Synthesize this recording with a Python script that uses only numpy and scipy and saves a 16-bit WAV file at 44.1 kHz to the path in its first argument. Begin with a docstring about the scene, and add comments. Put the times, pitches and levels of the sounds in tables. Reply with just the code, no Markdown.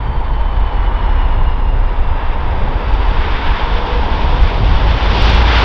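"""A jet airliner rolls out after touchdown, heard across a windy grass field: its turbine whines sink,
then the reversed exhaust swells into a brighter and brighter roar while wind buffets the microphone.
The exhaust is bands of shaped noise, the whines are sine tones roughened by slow chance, and the wind is
low lumpy noise mixed with throbbing eddies, plus one sudden slap. A limiter and clipper catch the peaks."""
import sys
import numpy as np
from scipy import signal
from scipy.fft import rfft, irfft, next_fast_len
from scipy.io import wavfile
from scipy.ndimage import uniform_filter1d, minimum_filter1d

SR = 44100
rng = np.random.default_rng(int(sys.argv[2]) if len(sys.argv) > 2 else 0)


def unload_wav(signal):
    """Save mono or channel-first audio to the path in sys.argv[1] as 16-bit WAV at rate SR, clipped to [-1, 1]."""
    wavfile.write(
        sys.argv[1],
        SR,
        np.round(np.clip(np.atleast_2d(signal).T, -1, 1) * 32767).astype(np.int16),
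    )


N = 248724

# Colour of the microphone hiss. Each row: frequency in Hz, relative level per Hz in dB.
MIC_HISS_COLOUR = [(3000, 5), (6800, 5), (9000, 0.5), (15500, -3.5)]

# Steady wind on the microphone, before gusts, lulls and flurries.
# Each row: time in seconds, buffeting level in dB, flutter level in dB.
WIND_LEVELS = [(0, -17, -23), (.45, -13.5, -28.5), (1.5, -10.7, -26), (2.2, -12.8, -26), (2.7, -14, -23.8),
               (3.3, -15.3, -26.5), (4.1, -13.5, -23.5), (4.85, -12, -17.3), (5.18, -13.3, -20.5),
               (5.35, -8.7, -17.7), (5.64, -11.7, -19.7)]
# Eddies shed at the microphone. Each row: time in seconds, mean eddies per second,
# share of the buffeting power from 0 to 1.
EDDY_SHEDDING = [(0, 48.6, .25), (1.05, 38.8, .5), (1.3, 26, .75), (1.85, 31.2, .7), (2.5, 18.1, 0.5),
                 (2.98, 49, .25), (3.3, 20, .35), (4.4, 31, .3), (4.7, 46.3, .55), (5.5, 53, .9)]
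# Colour of the slow, lumpy buffeting. Each row: frequency in Hz, relative level per Hz in dB.
BUFFET_COLOUR = [(6, -11.5), (12, -0.5), (22, 0), (35, -3.5), (52, -1), (68, -5), (90, -19.5), (140, -40.5)]
# Colour of the quicker flutter. Each row: frequency in Hz, relative level per Hz in dB.
FLUTTER_COLOUR = [(45, -14), (72, 0), (95, -4), (125, -9.5), (160, -15.5), (230, -27), (600, -48)]
# The strongest gusts. Each row: centre in seconds, length in seconds, lift of the buffeting in dB,
# lift of the flutter in dB.
GUSTS = [(.42, 0.084, 2.5, -3), (.59, 0.078, 2.5, 1), (.8, .07, 3.5, 2), (1.03, .07, 1, 5),
         (1.19, .1, 3, 0), (1.4, .1, -0.5, 6), (1.72, 0.13, 1, 5), (1.83, .07, 3.5, 0), (1.99, .07, 3, -3),
         (2.11, .07, 4, 3), (3.02, 0.24, 5, 0), (3.26, .12, 3.5, -0.5), (3.51, .05, 6, 1),
         (3.7, .1, 3.5, 2), (4.44, .1, 6, 1), (4.76, .14, 5, 1), (5.56, .08, 2, 1)]
# Moments when the wind drops. 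Each entry: centre in seconds.
LULL_TIMES = [.73, 1.93, 2.2, 2.82, 3.42, 3.59, 3.88, 4.53, 4.99]
LULL_LENGTH_S, LULL_DB = 0.061, -6.5
FLURRY_DB, FLURRY_RATE_HZ = 1.2, 6.1  # chance swings of the wind's level

# Turbine whine, winding down and then up for reverse thrust. Each row: time in seconds, pitch in Hz,
# reference level in dB, upper stage level in dB.
WHINE = [(0, 3155, -46.5, -78), (.45, 3060, -44.5, -74), (.7, 3010, -41.5, -71), (1.1, 2936, -41.5, -63),
         (1.45, 2863, -40, -62), (1.75, 2810, -44.5, -64), (2.15, 2740, -45, -60), (2.4, 2705, -48, -64),
         (2.95, 2600, -46.5, -53.5), (3.4, 2620, -48, -58), (3.8, 2686, -62.5, -69),
         (4.95, 2680, -60.5, -58.5), (5.1, 2735, -55, -46), (5.25, 2810, -54, -42), (5.4, 2800, -61, -58),
         (5.64, 2780, -65, -66)]
# Blade rows that beam forwards. Each row: multiple of the whine pitch,
# level in dB relative to the whine's reference, before the forward fade.
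FORWARD_ROWS = [(1.335, -19), (1.455, -13)]

# Strength of the jet at the microphone, as the airliner nears and the reversers open.
# Each row: time in seconds, strength in dB.
JET_STRENGTH = [(0, -18), (.75, -14.5), (1.25, -14), (1.7, -15.5), (2.2, -12), (2.85, -8), (3.15, -2.5),
                (3.48, 0.2), (4.0, -1), (4.85, 2.5), (5.08, 5.5), (5.2, 12), (5.3, 12), (5.43, 8),
                (5.6, 13)]
# The jet noise surges and sags. Each row: centre in seconds, length in seconds, lift of the roar in dB,
# of the rush in dB, of the bright band in dB, of the hollow ring in dB.
SURGES = [(1.05, .55, 1.3, 3.3, .8, 1.8), (1.78, .35, 1, -.3, -1.8, -3), (2.22, .22, 0, 3, 1.5, .5),
          (2.68, .3, 3, .3, -.5, -2), (3.44, .45, -1.8, 3.3, 1.6, .8), (4.1, .45, 1, -1.3, 0, 2),
          (4.62, .22, .5, -2.5, -.3, -1.5), (5.55, .22, 0, 4.5, 1.3, 3)]
# Colour of the deep roar. Each row: frequency in Hz, relative level per Hz in dB.
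ROAR_COLOUR = [(90, -10.5), (160, 0), (205, -0.6), (270, 0.23), (350, -2.2), (450, 0.3), (600, -2),
               (850, -1.5), (1200, -9.5), (2000, -26.5)]
# Colour of the mid rush. Each row: frequency in Hz, relative level per Hz in dB.
RUSH_COLOUR = [(600, -14.5), (1150, 0.5), (1600, 0.5), (2000, -3.5), (2400, -7.5), (3000, -20.5),
               (3600, -34)]
# Colour of the bright band. Each row: frequency in Hz, relative level per Hz in dB.
BRIGHT_COLOUR = [(1600, -17), (2000, -3.5), (2400, -2), (2900, -0.5), (3250, -1.2), (3550, -0.4),
                 (3900, -8), (4400, -31)]
# Colour of the exhaust hiss. Each row: frequency in Hz, relative level per Hz in dB.
HISS_COLOUR = [(3000, -10), (4000, 0.5), (4600, 1), (5050, -2.5), (5550, -6.5), (6050, -16.5),
               (6700, -24.5), (7600, -33.5), (10000, -45), (15000, -54)]
# Each part of the jet: base level in dB at strength 0, and dB gained per dB of strength.
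ROAR_DB, ROAR_FOLLOWS = -24.5, 0.37
RUSH_DB, RUSH_FOLLOWS = -28.7, 0.46
BRIGHT_DB, BRIGHT_FOLLOWS = -31.3, 0.75
HISS_DB = -41.5  # follows the strength one for one
HOLLOW_DB, HOLLOW_FOLLOWS = -26.8, 0.14
HOWL_AT_S, HOWL_LENGTH_S, HOWL_DB = 3.925, 0.43, -29.5  # one brief engine howl

TOP_CUTOFF_HZ = 16400


def from_db(db):
    """Decibels to gain."""
    return 10 ** (np.asarray(db) / 20)


def rms_one(x):
    """Scale to unit rms."""
    return x / np.sqrt(np.mean(x ** 2) + 1e-20)


def in_time(rows):
    """Draw one sample-by-sample curve for each column after the time."""
    times, *columns = np.transpose(rows)
    return [np.interp(np.arange(N) / SR, times, column) for column in columns]


def swell(at_s, length_s):
    """A bell-shaped rise and fall of height 1, with the given length at half height."""
    offset = np.arange(N) / SR - at_s
    return 2 ** -((2 * offset / length_s) ** 2)


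def lifts(rows):
    """Sum a table of swells into one dB curve for each of its level columns."""
    return sum(np.outer(db, swell(at_s, length_s)) for at_s, length_s, *db in rows)


def shaped_noise(gain_at):
    """Unit-rms noise whose amplitude spectrum is a function of frequency."""
    size = next_fast_len(N)
    hz = np.maximum(np.fft.rfftfreq(size, 1 / SR), 1)
    spectrum = rfft(rng.standard_normal(size)) * gain_at(hz)
    return rms_one(irfft(spectrum, size)[:N])


def coloured(points):
    """Noise with a given spectrum, falling steeply beyond its ends."""
    f, db = np.transpose(points)

    def gain_at(hz):
        skirts = np.minimum(1, np.minimum(hz / f[0], f[-1] / hz)) ** 6
        return from_db(np.interp(np.log(hz), np.log(f), db)) * skirts

    return shaped_noise(gain_at)


def resonant(centre_hz, width_hz):
    """Noise through a resonance; width is from the centre to half amplitude."""
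    return shaped_noise(lambda hz: 1 / (1 + ((hz - centre_hz) / width_hz) ** 2))


def drift(rate_hz):
    """Slow chance wandering of spread 1, at half amplitude by the given rate."""
    return shaped_noise(lambda hz: 1 / (1 + (hz / rate_hz) ** 2))


def evened(x, span_s):
    """Hold the slow level of a sound steady and keep its fast lumps."""
    power = uniform_filter1d(x ** 2, max(int(span_s * SR), 2))
    return rms_one(x / np.sqrt(power + 1e-6))


def microphone_hiss():
    """Electrical self-noise: a faint, steady treble hiss."""
    return from_db(-71) * coloured(MIC_HISS_COLOUR)


def wind(overtone_db):
    """Lumpy pressure at the microphone, with gusts and lulls; regular eddies throb in steady flow."""
    lulls = LULL_DB * sum(swell(at_s, LULL_LENGTH_S) for at_s in LULL_TIMES)
    flurries = FLURRY_DB * drift(FLURRY_RATE_HZ)
    buffet_db, flutter_db = in_time(WIND_LEVELS) + lifts(GUSTS) + lulls + flurries

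    eddy_hz, share = in_time(EDDY_SHEDDING)
    wandering_hz = eddy_hz * (1 + 0.0601 * drift(rate_hz=15))
    phase = 2 * np.pi * np.cumsum(wandering_hz) / SR
    throb = np.sqrt(2) * (np.sin(phase) + from_db(overtone_db) * np.sin(2 * phase))
    lumps = evened(coloured(BUFFET_COLOUR), span_s=0.17)
    # square roots share out power rather than amplitude
    pressure = evened(np.sqrt(share) * throb + np.sqrt(1 - share) * lumps, span_s=0.12)

    small_eddies = evened(coloured(FLUTTER_COLOUR), span_s=0.08)
    return from_db(buffet_db) * pressure + from_db(flutter_db) * small_eddies


def gust_slap(at_s, pitch_hz, drive_db, decay_s):
    """One sudden gust slaps the microphone: a few dying swings of pressure, softened by a low-pass."""
    age = np.maximum(np.arange(N) / SR - at_s, 0)
    swings = np.sin(2 * np.pi * pitch_hz * age) * np.exp(-age / decay_s)
    soften = signal.butter(2, 300, fs=SR, output="sos")
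    return from_db(drive_db) * signal.sosfilt(soften, swings)


def blade_tone(pitch_hz, scatter_hz, steady):
    """One blade row's tone, scattered by turbulent air into a narrow, rough band around its pitch."""
    wandering_hz = pitch_hz * (1 + 0.004 * drift(rate_hz=25))
    phase = 2 * np.pi * np.cumsum(wandering_hz) / SR
    in_step = (steady + drift(scatter_hz)) * np.sin(phase)
    out_of_step = drift(scatter_hz) * np.cos(phase)
    return rms_one(in_step + out_of_step)


def turbine_whine(forward_fade_db_per_s, far_engine_db):
    """Blade rows on one shaft glide together; the forward ones fade as the intake turns away."""
    pitch, level, upper = in_time(WHINE)
    out = from_db(level - 2) * blade_tone(pitch, scatter_hz=40, steady=1.1)
    # the far engine turns a little slower
    far_engine = blade_tone(0.955 * pitch, scatter_hz=70, steady=0.4)
    out += from_db(level + far_engine_db) * far_engine
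    out += from_db(upper) * blade_tone(1.783 * pitch, scatter_hz=45, steady=0.8)
    forward = level - forward_fade_db_per_s * np.arange(N) / SR
    for multiple, db in FORWARD_ROWS:
        out += from_db(forward + db) * blade_tone(multiple * pitch, scatter_hz=35, steady=0.97)
    return out


def engine_resonances():
    """A broad hollow ring that grows more slowly than the roar, and a brief narrow howl below it."""
    strength, = in_time(JET_STRENGTH)
    *_, ring_lift = lifts(SURGES)
    hollow_db = HOLLOW_DB + HOLLOW_FOLLOWS * strength + ring_lift
    ring = from_db(hollow_db) * evened(resonant(centre_hz=932, width_hz=131), span_s=0.29)
    howl_level = from_db(HOWL_DB) * swell(HOWL_AT_S, HOWL_LENGTH_S)
    howl = howl_level * evened(resonant(centre_hz=483.0, width_hz=11), span_s=0.23)
    return ring + howl


def dulled(x, level_db, corner_hz, per_db):
    """The fainter and farther the jet, the more of its treble the air has taken."""
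    low_pass = signal.butter(2, corner_hz, fs=SR, output="sos")
    dull = signal.sosfiltfilt(low_pass, x)
    far = np.clip((level_db.max() - level_db) * per_db, 0, 1)
    return evened(x + far * (dull - x), span_s=0.16)


def jet_noise(shimmer_db):
    """Exhaust turbulence: big eddies roar, small ones rush and hiss and grow faster with strength."""
    strength, = in_time(JET_STRENGTH)
    roar_lift, rush_lift, bright_lift, _ = lifts(SURGES)
    shimmer = shimmer_db * drift(rate_hz=17)  # moving air makes the highs flicker

    roar_db = ROAR_DB + ROAR_FOLLOWS * strength + roar_lift
    roar = from_db(roar_db) * evened(coloured(ROAR_COLOUR), span_s=0.2)
    rush_db = RUSH_DB + RUSH_FOLLOWS * strength + rush_lift + shimmer
    rush = from_db(rush_db) * coloured(RUSH_COLOUR)
    bright_db = BRIGHT_DB + BRIGHT_FOLLOWS * strength + bright_lift + shimmer
    bright_noise = dulled(coloured(BRIGHT_COLOUR), strength, corner_hz=2300, per_db=0.013)
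    bright = from_db(bright_db) * bright_noise
    hiss = from_db(HISS_DB + strength + shimmer) * evened(coloured(HISS_COLOUR), span_s=0.19)
    return roar + rush + bright + hiss


def scene():
    """Layer the microphone hiss, the wind and the airliner into one channel."""
    gusts = wind(overtone_db=-20.5)
    gusts += gust_slap(at_s=4.605, pitch_hz=104, drive_db=-4, decay_s=0.026)
    airliner = turbine_whine(forward_fade_db_per_s=3.0, far_engine_db=-9.0)
    airliner += engine_resonances() + jet_noise(shimmer_db=0.8)
    return (microphone_hiss() + gusts + airliner)[None]


def record(dry):
    """A quick limiter ducks the biggest peaks, their last tips clip, and the top is cut."""
    hold = int(0.006 * SR)  # 6 ms, used for the limiter and the opening fade
    ducking = minimum_filter1d(np.minimum(1, 1.15 / (np.abs(dry) + 1e-9)), hold)
    clipped = np.clip(dry * uniform_filter1d(ducking, hold), -1, 1)
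    fade_in = np.minimum(1, np.arange(N) / hold)
    top_cut = signal.cheby2(14, 60, TOP_CUTOFF_HZ, fs=SR, output="sos")
    return signal.sosfilt(top_cut, clipped * fade_in)


dry = scene()
out = record(dry)
unload_wav(out)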